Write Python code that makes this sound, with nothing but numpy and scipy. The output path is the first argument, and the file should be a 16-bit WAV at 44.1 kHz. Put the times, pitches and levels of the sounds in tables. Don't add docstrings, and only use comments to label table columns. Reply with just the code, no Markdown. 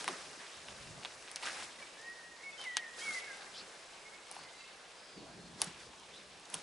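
import sys
import numpy as np
from scipy import signal
from scipy.io import wavfile
from scipy.ndimage import map_coordinates

SR = 44100
rng = np.random.default_rng(int(sys.argv[2]) if len(sys.argv) > 2 else 0)


def ratio_of_db(decibels):
    return 10 ** (np.asarray(decibels, float) / 20)


def unload_audio(sound):
    columns = np.transpose(np.atleast_2d(sound))
    steps = np.round(np.clip(columns, -1, 1) * 32767)
    wavfile.write(sys.argv[1], SR, steps.astype(np.int16))


N = 291942

# (time [s], peak level [dB], thud over it
# [dB], crack over it [dB], chip pitch [Hz])
BREAKS = [(0.0425, -32, -10, -8, 1870), (0.078, -22, -8, -11.5, 2000), (0.0841, -25.5, -6, -15.5, 2880),
          (0.0954, -48, 3, -9, 1840), (1.0488, -24.5, -17, -27, 2650), (1.0557, -27.5, -13, -34, 2500),
          (1.3591, -24, -27, -11.5, 4600), (1.4308, -31, -11, -15, 2000), (1.6239, -33, -10.5, -19.5, 2200),
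          (2.7685, -15, -23, -19, 2900), (2.7755, -29, -22, -14, 3300), (4.3645, -41, 1.5, -13, 2130),
          (4.3877, -55, 8, -2.5, 4330), (5.6168, -20.5, -16, -2, 2800), (5.6248, -39, -2, -4, 4580),
          (5.6324, -47, 0.5, -2.5, 1840), (5.6415, -37, -17, -2, 3470), (6.5416, -27, -16, -3, 2770),
          (6.5505, -41, -4, -3, 4500)]


def rms_one(x):
    return x / np.sqrt(np.mean(x ** 2) + 1e-20)


def in_time(rows):
    s, *columns = np.transpose(rows)
    return [np.interp(np.arange(N) / SR, s, column) for column in columns]


def at_hz(points, hz):
    points_hz, points_db = np.transpose(points)
    return np.interp(np.log(hz), np.log(points_hz), points_db)


def drift(rate_hz):
    r = np.exp(-2 * np.pi * rate_hz * 40 / SR)
    steps = rng.standard_normal(N // 40 + 2002)
    slow = signal.lfilter([1], [1, -2 * r, r * r], steps)[2000:]
    return np.interp(np.arange(N) / 40, np.arange(len(slow)), rms_one(slow))


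def coloured(spectrum, patchy_db, flicker_hz, excite=1):
    # (frequency [Hz], side minus mid [dB])
    side_width = [(60, -15), (110, -13.5), (190, -12.5), (340, -10.5), (610, -12), (1090, -7.5),
                  (1960, -7.5), (3490, -8), (6240, -8), (11200, -28)]
    low_hz, high_hz = spectrum[0][0], spectrum[-1][0]
    edges = np.geomspace(low_hz, high_hz, int(2 * np.log2(high_hz / low_hz)) + 2)
    white = rng.standard_normal((2, 2, N)) * excite
    out, together = 0, drift(flicker_hz)
    for k, (low, high) in enumerate(zip(edges, edges[1:])):
        band = signal.butter(2, [low, high], "band", fs=SR, output="sos")
        mid, side = signal.sosfilt(band, white[k % 2])
        hz = np.sqrt(low * high)
        flicker_db = patchy_db * (0.63 * together + 1.33 * drift(flicker_hz))
        gain = ratio_of_db(at_hz(spectrum, hz) + flicker_db)
        out = out + gain * (mid + ratio_of_db(at_hz(side_width, hz)) * side * [[1], [-1]])
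    return rms_one(out)


def swells(start_s, hold_s, level_db, rise_db_per_s, fall_db_per_s):
    t = np.arange(0, N + 32, 32) / SR
    start, end = start_s[:, None], (start_s + hold_s)[:, None]
    shape_db = -rise_db_per_s * np.maximum(start - t, 0) - fall_db_per_s * np.maximum(t - end, 0)
    power = np.sum(ratio_of_db(2 * (level_db[:, None] + shape_db)), axis=0)
    return np.interp(np.arange(N) / SR, t, power)


def garden_hiss():
    # (frequency [Hz], level per Hz [dB])
    air_spectrum = [(15, -43), (25, -1), (129, -17), (529, 6), (1030, 2), (1480, -14), (2060, -5.5),
                    (2880, 0.5), (4570, -9), (5610, -9), (6370, -4), (10600, -29), (11500, -31),
                    (15000, -55), (22000, -120)]
    return ratio_of_db(-60) * coloured(air_spectrum, patchy_db=1.7, flicker_hz=4.0)


def wind():
    # (start [s], hold [s], flutter level [dB], deep push over it [dB])
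    gusts = [(0.0, .005, -53, -19), (0.09, .02, -49, -30), (0.2, 0.21, -61.5, -13), (0.55, .1, -70, 1.5),
             (0.7, .15, -65, 1.5), (0.81, .07, -66, 5), (0.89, 0.076, -61, 8.5), (0.985, .01, -53, -12),
             (1.46, .1, -66, -10), (1.6, .06, -64, -3), (1.79, .02, -66.5, -7), (3.077, .03, -58, -22),
             (4.42, 0.037, -65.5, -6), (5.17, .02, -52, -15), (5.22, .04, -54.5, -11), (5.3, .1, -56, -8),
             (5.44, .2, -56, -7), (5.67, .015, -58, -5), (5.75, .15, -63, -4), (5.95, .45, -68, -3),
             (3.45, .2, -67, -15), (1.1, .15, -74, 3), (6.552, .02, -54.5, -20)]
    # (frequency [Hz], level per Hz [dB])
    flutter_spectrum = [(88, -48), (150, 0), (303, -3.5), (345, -2.5), (520, -8.5), (680, -38),
                        (1140, -120)]
    push_spectrum = [(18, -54), (30, -16), (64, 3.5), (108, -0.5), (134, 2.5), (200, -4), (260, -25),
                     (440, -120)]
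    breeze_db, breeze_push_db = -71, -79

    def gust_gain(level_db, calm_db):
        gust_power = swells(s, hold, level_db, rise_db_per_s=380, fall_db_per_s=260)
        return np.sqrt(ratio_of_db(2 * calm_db) + gust_power)

    s, hold, flutter_db, push_db = np.transpose(gusts)
    lumpy = gust_gain(flutter_db, breeze_db)
    deep = gust_gain(flutter_db + push_db, breeze_push_db)
    flutter = ratio_of_db(-2.0) * lumpy * coloured(flutter_spectrum, patchy_db=1.5, flicker_hz=13.5)
    mesh = signal.butter(4, 480.0, fs=SR, output="sos")
    flutter = signal.sosfilt(mesh, flutter)
    return flutter + ratio_of_db(-2.5) * deep * coloured(push_spectrum, patchy_db=0.0, flicker_hz=11.6)


def hand():
    # (time [s], effort [dB], depth in the heap [dB])
    stir = [(0.0, -56, -0.6), (0.2, -55.5, -0.6), (0.5, -58, -0.6), (1.4, -58.5, -1.2), (1.62, -58, 0.4),
            (1.82, -60.5, 0.6), (2.36, -62, -0.6), (2.95, -61, 0.6), (3.25, -57.5, 1.2), (4.06, -62.5, 1.2),
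            (4.54, -61.5, 1.2), (4.8, -63.5, 2.2), (5.36, -64.5, 1.2), (5.73, -62, 0.6),
            (5.97, -64.5, -0.6), (6.47, -64, 1.5), (6.62, -62, 0.4)]
    # (start [s], hold [s], rubbing level [dB], grit over it [dB], lumps over it [dB])
    scoops = [(-0.02, .022, -47.5, 0.5, -3.5), (0.095, .04, -51, -3, 2.5), (0.69, .01, -59, -2.5, -2.5),
              (1.434, .016, -49, -2, -2), (1.462, .022, -44, -4, -3.5), (1.53, .105, -49.5, -1.5, -4),
              (1.80, .02, -57, -3.5, -6), (2.605, 0.043, -54, -3.5, -1), (2.985, .19, -52.5, 3.5, -2.5),
              (3.402, .03, -57, -8, -4.5), (4.322, 0.069, -57, -5, -4), (5.605, .065, -54, 0.4, -1),
              (5.804, .02, -60, 0.5, -6), (6.16, .03, -60.5, -4, -5), (6.525, .06, -56, 0.5, 0)]
    # (lumps [dB], rubbing [dB], grit [dB])
    shed_db = [-14.5, -23, -22]
    shed_after_s = 0.0055
    effort_db, depth_db = in_time(stir)
    stir_db = [effort_db + depth_db - 0.06, effort_db + depth_db / 2 + 2.5, effort_db + 0.15]
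    s, hold, rub_db, grit_db, lump_db = np.transpose(scoops)
    at, chip_db, thud_db, crack_db, _ = np.transpose(BREAKS)
    layers = zip(stir_db, (lump_db, 0, grit_db), (thud_db, 0, crack_db), shed_db)
    gains = []
    for steady_db, scoop_db, part_db, crumbs_db in layers:
        scooped = swells(s, hold, rub_db + scoop_db, rise_db_per_s=400, fall_db_per_s=190)
        shed = swells(at + shed_after_s, 0, chip_db + part_db + crumbs_db, rise_db_per_s=3000, fall_db_per_s=650)
        gains.append(np.sqrt(ratio_of_db(2 * steady_db) + scooped + shed))
    return gains


def grains(per_s, spread_db, bed):
    born = rng.random(N) < per_s / SR
    sizes = ratio_of_db(spread_db * np.minimum(rng.exponential(1, N), 4.0))
    return bed + signal.lfilter([1], [1, -.96], born * sizes)


def soil():
    # (frequency [Hz], level per Hz [dB])
    crumble_spectrum = [(120, -46), (200, -14), (416, -4.5), (465, -1.5), (1500, -4), (1950, -37),
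                        (3300, -120)]
    rub_spectrum = [(820, -40), (1400, -3), (1860, -2), (2620, -3.5), (4600, -6.5), (5980, -38),
                    (10100, -120)]
    grit_spectrum = [(2650, -28), (4500, 3), (10500, -4), (11300, -11), (11500, -29), (15000, -59),
                     (22000, -120)]
    lumps, fingers, fines = hand()
    bed = 5.4 * (np.median(fingers) / fingers) ** 0.4
    contacts = grains(per_s=220, spread_db=3.5, bed=bed) / (bed + 0.45)
    crumble = lumps * coloured(crumble_spectrum, patchy_db=1.0, flicker_hz=7.5, excite=contacts)
    rub = fingers * coloured(rub_spectrum, patchy_db=1.4, flicker_hz=21.5, excite=contacts)
    grit = fines * coloured(grit_spectrum, patchy_db=0.83, flicker_hz=41, excite=contacts)
    return crumble + rub + grit


def all_snaps():
    # (time [s], peak level [dB], crack over it [dB], chip pitch [Hz], left-right [dB])
    chips = [(0.6847, -35.5, -28, 1940, 3), (1.0332, -37, -23, 2390, 1.2), (1.1218, -46, -17, 2100, 0.4),
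             (1.2245, -42, -11, 2430, 1.5), (1.277, -39, -25, 2100, 0.4), (1.2822, -37, -20.5, 2060, 0.4),
             (1.3144, -38, -4.5, 3680, 2.2), (1.3667, -43, -12, 2370, -2.2),
             (1.8256, -42.5, -16, 2300, -0.4), (2.6136, -34.5, -12, 3100, 5), (2.6404, -34.5, -12, 2230, 3),
             (4.3238, -42, -5, 4300, -0.4), (4.356, -47, -7, 1970, -1.5), (4.4364, -43, -9.5, 2060, -1.2),
             (5.6436, -41, 1, 4260, 5), (5.998, -47, -10, 4740, -0.4), (6.3973, -48, -7.5, 3060, 2.2),
             (6.4546, -40, -18, 3560, -4), (6.57, -38, -22, 3000, -1.2)]
    # (time [s], crack level [dB], left-right [dB])
    ticks = [
        (2.0144, -54, -9.5),
        (2.0994, -53, -3),
        (3.371, -52, 1.2),
        (4.3131, -39.5, 4),
        (4.35, -53, -12),
        (6.5002, -45, 6),
    ]
    # (time [s], peak level [dB], crack over it [dB], pitch [Hz])
    crumbs = [(1.4258, -35, -18, 2200), (1.434, -35, -16, 2200), (1.4405, -38, -20, 2000),
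              (1.4485, -38, -20, 1700), (1.4556, -33, -22, 1200), (1.4612, -32, -22, 2200),
              (1.4665, -31, -20, 2400), (1.4708, -29, -20, 1700), (1.4775, -33, -18, 1300),
              (1.4848, -32, -20, 1300), (1.4895, -38, -14, 3500), (1.4958, -33, -22, 1300),
              (1.5045, -39, -20, 2500), (1.5175, -39, -18, 1700), (1.5905, -40, -16, 3500),
              (1.6045, -39, -18, 2800), (1.6305, -41, -12, 4500), (0.0865, -33, -8, 2200),
              (0.0895, -38, -12, 2600), (0.8726, -42, -20, 2090), (1.0285, -42, -24, 1500),
              (1.0408, -41, -18, 3800), (2.594, -42, -16, 1400), (2.661, -44, -20, 900),
              (2.7722, -30, -14, 2200), (2.9943, -42, -10, 4000), (3.1165, -44, -10, 4000),
              (5.6195, -33, -3, 3600), (5.6212, -35, -5, 2400), (5.6455, -45, 2, 4000),
              (6.5042, -46, -14, 3600), (6.5335, -44, -12, 3200), (6.5385, -43, -3, 2000),
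              (6.5445, -38, 0, 4200), (6.575, -45, -16, 2800), (6.578, -45, -16, 2800),
              (6.5902, -41, -16, 3700)]
    # (time [s], peak level [dB], pitch [Hz])
    splits = [
        (2.7685, -15.5, 4500),
        (2.7684, -20, 6400),
        (2.7685, -19, 2000),
        (5.617, -25, 5300),
        (5.6168, -14, 9500),
        (6.5417, -26, 9300),
    ]
    break_pan_db, chip_thud_db = 1.3, -16.5
    rest_db = -32
    return ([(s, db, db + thud, db + crack, hz, break_pan_db) for s, db, thud, crack, hz in BREAKS]
            + [(s, db, db + chip_thud_db, db + crack, hz, pan) for s, db, crack, hz, pan in chips]
            + [(s, db - 7, db - 9.5, db, 1900, pan) for s, db, pan in ticks]
            + [(s, db, db + chip_thud_db, db + crack, hz, 0.4) for s, db, crack, hz in crumbs]
            + [(s, db, db + rest_db, db + rest_db, hz, break_pan_db) for s, db, hz in splits])


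def resonate(x, modes):
    out = 0
    for k, (hz, width_hz, level_db) in enumerate(modes):
        r = np.exp(-np.pi * width_hz / SR)
        poles = [1, -2 * r * np.cos(2 * np.pi * hz / SR), r * r]
        zeros = [(1 - r * r) / 2, 0, (r * r - 1) / 2]
        out = out + (-1) ** k * ratio_of_db(level_db) * signal.lfilter(zeros, poles, x + 1e-18)
    return out


def thrown_back(snapped):
    t = np.arange(SR // 10) / SR
    decay = ratio_of_db(-60 * t / 0.033) * (t > .0008)
    mid, side = rng.standard_normal((2, len(t))) * decay
    scatter = np.array([mid + 0.55 * side, mid - 0.12 * side])
    scatter = signal.lfilter([.7], [1, -.3], scatter / np.sqrt(np.sum(mid ** 2)))
    return ratio_of_db(-10.5) * signal.fftconvolve(snapped, scatter, axes=1)[:, :N]


def snaps():
    # (pitch ratio, width ratio, level [dB])
    chip_modes = [(0.998, 0.79, 17.5), (1.75, 1.75, 8)]
    # (frequency [Hz], width [Hz], level [dB])
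    tub_modes = [(696, 330, 1.5), (1242, 780, 0.5)]
    crack_modes = [(5700, 1770, -4), (7380, 2050, -1.5), (10000, 6500, -3.5)]
    events = all_snaps()
    t = np.arange(1500) / SR
    bursts = rng.standard_normal((len(events), 3, len(t)))
    lasting_s = np.array([[.012], [.025], [.007]])
    splintering = ratio_of_db(-60 * t / lasting_s) * np.minimum(t / 0.00051, 1)
    pulse = np.arange(len(t)) == 30
    snapped = np.zeros((2, N + len(t)))
    for (s, chip_db, thud_db, crack_db, chip_hz, pan_db), burst in zip(events, bursts):
        force = 0.1 * burst * splintering + pulse
        chip = [(chip_hz * ratio, chip_hz * width, db) for ratio, width, db in chip_modes]
        tilt_db = 0.22 * (crack_db - chip_db + 4.0)
        crack = [(hz, width, db + k * tilt_db / 2) for k, (hz, width, db) in enumerate(crack_modes)]
        bodies = [resonate(resonate(f, m), m) for f, m in zip(force, (chip, tub_modes, crack))]
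        levels = ratio_of_db([chip_db + 0.23, thud_db + 2.5, crack_db + 11.5])
        snap = sum(level * body / np.abs(body).max() for level, body in zip(levels, bodies))
        i = round(s * SR)
        snapped[:, i:i + len(t)] += snap * ratio_of_db([[pan_db / 2], [-pan_db / 2]])
    snapped = snapped[:, :N]
    return snapped + thrown_back(snapped)


def bumps():
    # (time [s], frequency [Hz], level [dB])
    knocks = [
        (5.165, 200, -44),
        (5.17, 290, -46),
        (5.215, 290, -49),
        (5.39, 180, -48),
        (5.667, 165, -43),
        (0.088, 370, -42),
        (4.42, 150, -56),
        (6.55, 160, -47),
    ]
    out, t = np.zeros(N + SR), np.arange(SR // 5) / SR
    for s, hz, level_db in knocks:
        i = round(s * SR)
        swell = ratio_of_db(level_db - 60 * t / 0.11) * np.minimum(t / .008, 1)
        out[i:i + len(t)] += swell * np.sin(2 * np.pi * hz * t)
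    return out[:N]


def glide(row, kind):
    start, length, first_hz, last_hz, level_db = row
    onset, arch, hook, top, before_db, after_db = kind
    settle_s = 0.01196
    u = np.linspace(0, 1, num=round(length * 500) + 2)
    bend = onset * np.exp(-u * length / settle_s)
    bend = bend + arch * (1 - np.abs(2 * u - 1) ** 2.8)
    bend = bend + hook * np.exp((u - 1) * length / settle_s)
    hz = (first_hz + (last_hz - first_hz) * u) * (1 + bend)
    swell_db = np.interp(u, [0, np.clip(top, .02, .98), 1], [before_db, 0, after_db])
    return np.transpose([start + u * length, hz, level_db + swell_db])


def note(rows, fade_s):
    s, hz, level_db = np.transpose(rows)
    t = np.arange(s[0], s[-1], 1 / SR)
    fade = np.clip(np.minimum(t - s[0], s[-1] - t) / fade_s, 0, 1)
    gain = ratio_of_db(np.interp(t, s, level_db)) * fade
    phase = 2 * np.pi * np.cumsum(np.interp(t, s, hz)) / SR
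    i = round(s[0] * SR)
    return slice(i, i + len(t)), phase, gain


def swipes():
    # (start [s], length [s], first centre [Hz], last centre [Hz], level [dB])
    strokes = [(3.525, .08, 2800, 3900, -50.5), (3.535, .1, 4150, 4350, -49.5),
               (3.54, .07, 5000, 5000, -53.5), (6.098, .045, 2300, 3100, -60),
               (6.115, .085, 3000, 4100, -54.5), (6.165, .07, 3600, 3450, -59.5),
               (3.04, .065, 1420, 1300, -48.5), (3.09, .05, 1300, 1350, -48.5),
               (2.995, .05, 1300, 1300, -55), (1.435, .075, 1600, 1100, -47), (1.455, .03, 1900, 2300, -45)]
    out = np.zeros(N)
    for row in strokes:
        rows = glide(row, (0, .04, 0, 0.6, -10, -12))
        span, phase, gain = note(rows, fade_s=0.018)
        share = .28 * ratio_of_db(.7 * (row[-1] + 50))
        steps = rng.standard_normal((2, 600))
        a, b = [map_coordinates(v, [share * phase / (2 * np.pi)], order=3) for v in steps]
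        out[span] += gain * (a * np.cos(phase) + b * np.sin(phase))
    return out


def birds(notes, flutter_db, echo_db, pan_db):
    whistle = np.zeros(N)
    for rows in notes:
        span, phase, gain = note(rows, fade_s=0.004)
        whistle[span] += np.sqrt(2) * gain * np.sin(phase)
    whistle = whistle * ratio_of_db(flutter_db * drift(38))
    t = np.arange(SR // 2) / SR
    decay = ratio_of_db(-60 * t / 1.0) * (t > .015)
    garden = rng.standard_normal((2, len(t))) * decay / np.sqrt(0.025 * SR)
    wet = signal.fftconvolve(whistle[None], garden, axes=1)[:, :N]
    far_wall = ratio_of_db(-15 + 3.0 * drift(15)) * np.roll(whistle, round(.16 * SR))
    direct = whistle + far_wall
    return direct * ratio_of_db([[pan_db / 2], [-pan_db / 2]]) + ratio_of_db(echo_db) * wet


def birdsong():
    # (onset bend [share], arch [share], end bend [share], loudest at [share],
    # level before [dB], level after [dB])
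    plain = (0, 0, 0, 0.56, -4.5, -6)
    drop = (0.23, 0, 0, 0.1, -12, -11.5)
    lift = (-.1, 0, 0, .65, -12, -10)
    arched = (0, .15, 0, 0.4, -16, -17)
    hooked = (0, 0, -0.15, 0.5, -6.5, -7)
    far_arched = (0, .012, 0, .5, -2, -2)
    # (start
    # [s], length [s], first pitch [Hz], last pitch [Hz], level [dB])
    song_plain = [
        (2.432, 0.081, 2230, 2176, -46.5),
        (3.145, .05, 2075, 1995, -40.5),
        (3.27, .085, 1700, 1538, -51),
    ]
    song_drop = [(2.645, .26, 2010, 1795, -42)]
    song_lift = [(3.015, .125, 2340, 2087, -38)]
    song_arched = [(1.955, .32, 1630, 1660, -50)]
    song_hooked = [(2.575, .085, 3097, 3095, -48)]
    far_plain = [(1.78, 0.055, 2110, 1630, -59.5), (1.815, 0.028, 2350, 2250, -56),
                 (2.31, 0.049, 1890, 1847, -56.5), (2.93, .09, 1900, 1847, -55.5),
                 (2.66, .08, 3090, 3080, -62), (3.0, .055, 3080, 3400, -51),
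                 (3.68, .16, 2170, 2045, -66), (4.05, .045, 2140, 2200, -55.5),
                 (4.12, .05, 2170, 2200, -55), (4.37, 0.11, 4330, 4400, -64),
                 (4.40, .07, 4800, 5000, -62), (4.43, .09, 2070, 2040, -61),
                 (4.525, .05, 2050, 2080, -63), (4.59, .1, 2080, 2170, -64),
                 (2.5, .055, 2500, 2620, -61), (2.525, .028, 3500, 3550, -59),
                 (3.262, .026, 2180, 2200, -50), (3.305, .045, 2100, 2050, -55),
                 (3.2, .028, 2250, 2200, -53), (3.36, .045, 1620, 1560, -59),
                 (3.125, .03, 2150, 2100, -50), (5.22, .1, 4320, 4280, -70),
                 (5.38, .13, 4280, 4300, -70), (4.575, .06, 4620, 4580, -63.5),
                 (4.55, .1, 3970, 3960, -65), (4.585, .04, 2700, 2680, -59.5),
                 (4.64, .04, 2640, 2680, -60)]
    replies_arched = [
        (4.95, .1, 4800, 5060, -66),
        (5.046, .115, 5060, 4710, -65.5),
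        (5.157, .055, 4710, 4230, -65),
    ]
    step_s = .0108
    trill = [(2.384 + k * step_s, .85 * step_s, 1750, 2380, -55) for k in range(5)]
    near = ((song_plain, plain), (song_drop, drop), (song_lift, lift),
            (song_arched, arched), (song_hooked, hooked))
    far = ((far_plain, plain), (trill, plain), (replies_arched, far_arched))
    near, far = [[glide(row, kind) for rows, kind in bird for row in rows] for bird in (near, far)]
    nearer = birds(near, flutter_db=2.0, echo_db=-13.0, pan_db=-1.0)
    return nearer + birds(far, flutter_db=2.6, echo_db=-8.5, pan_db=-3.5)


def scene():
    return garden_hiss() + wind() + soil() + snaps() + bumps() + swipes() + birdsong()


def band_limit(x):
    return signal.sosfilt(signal.butter(12, 11760, fs=SR, output="sos"), x)


def record(dry):
    mid, side = (dry[0] + dry[1]) / 2, (dry[0] - dry[1]) / 2
    side = signal.sosfilt(signal.butter(3, 7600.0, fs=SR, output="sos"), side)
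    top_cut = signal.cheby2(11, 19.0, 11344 * 0.995, fs=SR, output="sos")
    mix = signal.sosfiltfilt(top_cut, [mid + side, mid - side])
    return band_limit(mix)


dry = scene()
out = record(dry)
unload_audio(out)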